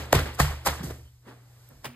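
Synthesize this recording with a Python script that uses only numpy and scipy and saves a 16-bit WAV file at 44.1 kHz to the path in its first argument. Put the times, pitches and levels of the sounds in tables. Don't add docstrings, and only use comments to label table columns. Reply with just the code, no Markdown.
import sys
import numpy as np
from scipy import signal
from scipy.fft import rfft, irfft, next_fast_len
from scipy.io import wavfile
from scipy.ndimage import uniform_filter1d

SR = 44100
rng = np.random.default_rng(int(sys.argv[2]) if len(sys.argv) > 2 else 0)


def unload_audio(sound):
    columns = np.transpose(np.atleast_2d(sound))
    steps = np.round(np.clip(columns, -1, 1) * 32767)
    wavfile.write(sys.argv[1], SR, steps.astype(np.int16))


N = 85995
T = np.arange(N) / SR
HZ = np.fft.rfftfreq(N, 1 / SR)
TURN_S = 1.838


def undb(db):
    return 10 ** (np.asarray(db) / 20)


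def unit(x):
    return x / np.sqrt(np.mean(x ** 2))


def shape(table):
    hz, values = np.array(table).T
    return np.interp(np.log(HZ + 1), np.log(hz), values)


def colour(x, gain):
    size = next_fast_len(N + 4096, True)
    gain_places = np.arange(size // 2 + 1) * N / size
    wide_gain = np.interp(gain_places, np.arange(len(gain)), gain)
    return irfft(rfft(x, size) * wide_gain, size)[:N]


def noise_band(hz, width):
    return unit(colour(rng.standard_normal(N), np.exp(-((HZ - hz) / width) ** 2)))


def split(x, hz):
    low = colour(x, 1 / (1 + (HZ / hz) ** 4))
    return low, x - low


def bands(x):
    out = []
    for edge_hz in (489, 2110, 3980):
        low, x = split(x, edge_hz)
        out.append(low)
    return out + [x]


def fade(t, t60):
    return (t >= 0) * np.exp(-np.log(1000) * np.clip(t, 0, None) / t60)


def ring(t, hz, t60, swell):
    onset = 1 - np.exp(-np.clip(t, 0, None) / swell)
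    return fade(t, t60) * onset * np.sin(2 * np.pi * hz * t)


def boards():
    # t/s, low mode level/dB, upper pair level/dB
    booms = [(-.1, -21.5, -21), (0.1347, -18.5, -17), (0.404, -18, -16), (0.67, -25.5, -33),
             (0.866, -31.5, -37.5), (0.999, -44, -68.5)]
    # f/Hz, level against the boom/dB, t60/s, swell/s
    modes = [(73.77, 1, 0.53, 0.011), (143.4, 3.5, 0.24, 0.008), (105.3, -6, 0.28, .005)]
    # t/s, level/dB, f/Hz, t60/s
    knocks_and_echoes = [(0.16, -16.5, 87.4, 0.23), (0.427, -21, 90.5, 0.043), (0.4033, -11.5, 165, 0.067),
                         (0.674, -27, 182, 0.092), (.838, -24, 273, 0.032), (0.868, -33, 109, 0.28),
                         (1.269, -46.5, 226.5, 0.12), (1.713, -45.5, 132, 0.34), (1.753, -49.5, 52, 0.21),
                         (1.864, -36.5, 130, 0.27), (1.885, -42.5, 242, 0.53)]
    knock_swell_s = .0005
    rumble_db, rumble_t60_s = -10, .45
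    out = sum(undb(db) * ring(T - s, hz, t60, knock_swell_s) for s, db, hz, t60 in knocks_and_echoes)
    rumble = noise_band(52, 15)
    for s, low_db, upper_db in booms:
        rumble_level = uniform_filter1d(fade(T - s, rumble_t60_s), size=800)
        out = out + undb(low_db + rumble_db) * rumble * rumble_level
        for (hz, db, t60, swell), hit_db in zip(modes, (low_db, upper_db, upper_db)):
            out = out + undb(hit_db + db) * ring(T - s, hz, t60, swell)
    return out


def slap_power():
    # bass/dB, low treble/dB, top/dB
    slaps = [(-.03, -29, 0.0067, 0.31, 2.5, 3.5, -4), (.129, -19.5, 0.0015, 0.0097, 8.5, 13, 10),
             (0.153, -23, 0.011, 0.067, 8.5, 10, 2.5), (0.195, -23.5, 0.014, 0.067, 1, 1, -6.5),
             (.262, -31.5, 0.0093, 0.21, 3.5, -4.5, -10), (0.351, -45, 0.0087, 0.044, -5, -6, 6),
             (0.402, -9, 0.0053, 0.032, -8, -11, -5), (0.411, -37, 0.0072, 0.21, -28, 18.5, 12),
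             (.51, -34.5, 0.025, 0.17, -1, -7, -8), (.662, -21, 0.0042, 0.075, -4, -16, 1),
             (0.671, -18, 0.0062, 0.081, -5, -1.5, 0), (0.685, -25, 0.0094, 0.16, -2.5, 2.5, -16),
             (0.795, -39, 0.01, 0.26, 5.5, -4, -28), (0.832, -44, 0.00043, 0.37, 7, 5, 9),
             (.909, -31.5, 0.0065, 0.034, 1, -5.5, -11), (1.283, -45, 0.018, 0.38, 6, -3, -10),
             (1.706, -57.5, .004, 0.25, 14, -12.5, -10), (1.845, -31.5, 0.0012, 0.022, -11, 3, 3.5),
             (1.855, -30, 0.0062, 0.087, 3.5, 0, -0.5)]
    out = 0
    for s, db, rise, t60, bass_db, treble_db, top_db in slaps:
        rising = (T < s) * np.exp(np.clip(T - s, None, 0) / rise)
        band_db = db + np.array([[bass_db], [0], [treble_db], [top_db]])
        out = out + ((rising + fade(T - s, t60)) * undb(band_db)) ** 2
    return out


def drops():
    ring_cycles = 14
    drops_per_cycle, scatter_db = .03, 12.5
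    out = 0
    for hz in np.geomspace(450, 15000, num=36):
        chance = rng.random((2, N))
        hits = (chance[0] < drops_per_cycle * hz / SR) * undb(scatter_db * chance[1])
        pole = np.exp((2j * np.pi - np.log(1000) / ring_cycles) * hz / SR)
        ringing = signal.lfilter([1], [1, -pole], hits).imag
        out = out + np.sqrt(hz) * unit(ringing)
    return unit(out)


def grains():
    drops_db = 1.5
    return unit(rng.standard_normal(N) + undb(drops_db) * drops())


def splash(power, glide):
    # f/Hz, relative level per Hz/dB
    grain_colour = [(70, -27.5), (250, 2), (500, 0), (1000, -3), (1900, -4), (2400, -7), (3700, -10),
                    (5000, -10), (7500, -12.5), (10000, -12.5), (13000, -14.5), (14300, -20.5),
                    (16000, -37.5)]
    room_db, room_t60_s = (-8, -7.5, -5.5, -7), (.43, .39, .6, .42)
    glide_room_db, turn_room_db = .5, -4
    tone = unit(undb(shape(grain_colour)))
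    into_room = undb(2 * turn_room_db * (T > TURN_S))
    glide_bands = bands(glide)
    out = 0
    for k in range(4):
        band = bands(colour(grains(), tone))[k]
        glide_power = (undb(glide_room_db) * glide_bands[k]) ** 2 / np.mean(band ** 2)
        fed = (power[k] + glide_power) * into_room
        keep = np.exp(-2 * np.log(1000) / (room_t60_s[k] * SR))
        tail = signal.lfilter([1 - keep], [1, -keep], fed) * undb(room_db[k]) ** 2
        out = out + band * np.sqrt(power[k] + tail)
    return out


def background():
    # f/Hz, relative level per Hz/dB
    hush_colour = [(30, -18), (65, -4.5), (100, -5.5), (200, -22), (500, -20.5), (1500, -24.5),
                   (2500, -25.5), (5000, -24), (13000, -23.5), (14300, -34), (15000, -60.5)]
    # t/s, bass/dB, middle/dB, treble/dB
    hush_levels = [(0, -101, -47.5, -69), (0.901, -50.5, -57.5, -60), (1.1, -62, -74.5, -67.5),
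                   (1.231, -64, -77.5, -70), (1.451, -64, -66, -67), (1.65, -62, -65, -62.5),
                   (1.797, -54.5, -66, -64.5), (1.95, -60.5, -68, -70)]
    # t/s, rms level/dB
    hum_levels = [(0, -45), (.9, -47.5), (1.2, -58.5), (1.3, -52), (1.68, -54.5), (1.74, -61.5),
                  (1.95, -68.5)]
    hum_hz = 121.3
    s, *levels_db = np.array(hush_levels).T
    bass, rest = split(colour(rng.standard_normal(N), undb(shape(hush_colour))), 150)
    middle, treble = split(rest, 2400)
    hush = sum(unit(x) * undb(np.interp(T, s, db)) for x, db in zip((bass, middle, treble), levels_db))
    hum = np.sqrt(2) * np.sin(2 * np.pi * hum_hz * T)
    return hush + hum * undb(np.interp(T, *np.array(hum_levels).T))


def glides():
    # t/s, peak level/dB, start f/Hz, end f/Hz, length/s
    sliding_tones = [(0.1279, -10, 1960, 1370, 0.0031), (.1288, -4.5, 1462, 306, 0.0062),
                     (.3998, -10.5, 1460, 990, 0.0023), (.4025, -12, 2020, 1670, 0.0049),
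                     (.6712, -16, 1420, 607, 0.0042), (.802, -28, 185, 152, 0.021),
                     (.837, -27, 200, 106.4, 0.031)]
    out = 0
    for s, db, start_hz, end_hz, length in sliding_tones:
        u = np.clip((T - s) / length, 0, 1)
        cycles = np.cumsum(start_hz * (end_hz / start_hz) ** u * (u > 0)) / SR
        out = out + undb(db) * np.sin(np.pi * u) * np.sin(2 * np.pi * cycles)
    return out


def squeak():
    start_s, length_s, level_db = 1.035, .08, -68
    swell = np.sin(np.pi * np.clip((T - start_s) / length_s, 0, 1))
    return undb(level_db) * noise_band(3070, 130) * swell


def tick():
    # t/s, level/dB
    bursts = [(1.6895, -45), (1.773, -59)]
    fizz = noise_band(12000, 2500)
    return sum(undb(db) * fade(T - s, .01) for s, db in bursts) * fizz


def ports(mono, other, phase, gain):
    # f/Hz, left minus right/dB
    balance = [(150, -0.52), (500, -2), (2300, 0.35), (4000, -1.2)]
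    lead = np.exp(.5j * np.interp(HZ, *np.array(phase).T)) * undb(shape(balance) / 2)
    return np.array([colour(mono + other, gain * lead), colour(mono - other, gain / lead)])


def scene():
    # f/Hz, left's lead/rad
    early_phase = [(0, 0), (170, -.03), (650, -.5), (1500, 0), (1900, .75), (2600, 2.6), (3900, 1.3),
                   (5000, 1.9), (5600, 3.2), (7650, 6.3), (17000, 17.94)]
    # f/Hz, left's lead/rad
    late_phase = [(0, 0), (1500, -.9), (3200, -.1), (5500, 2.5), (9000, 2), (11200, 3.2), (14800, 6.2)]
    # f/Hz, gain/dB
    late_colour = [(1500, -2), (2400, 4), (6000, -5), (10000, -1), (13500, -3), (15200, 9.5)]
    # f/Hz, gain/dB
    diffuse = [(60, -29.5), (150, -21), (500, -7), (1500, -10), (2300, -7.5), (4000, -5), (5000, -1),
               (5600, -11), (6500, -8), (10000, -34), (11500, -18), (16000, -14.5)]
    late_treble_db = 5
    power, glide = slap_power(), glides()
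    mono = splash(power, glide) + glide + boards() + background() + squeak() + tick()
    other = colour(splash(power, glide) + background(), undb(shape(diffuse)))
    late = np.clip((T - TURN_S) / .0063, 0, 1)
    low, high = split(other * late, 8200)
    late_other = low + undb(late_treble_db) * high
    early_side = ports(mono * (1 - late), other * (1 - late), early_phase, .93)
    late_side = ports(mono * late, late_other, late_phase, undb(shape(late_colour)))
    return early_side + late_side


def record(dry):
    low_cut_hz, top_hz = 36, 16300
    dry = signal.sosfilt(signal.butter(2, low_cut_hz, "high", fs=SR, output="sos"), dry)
    return signal.sosfilt(signal.ellip(10, .2, 60, top_hz, fs=SR, output="sos"), dry)


dry = scene()
out = record(dry)
unload_audio(out)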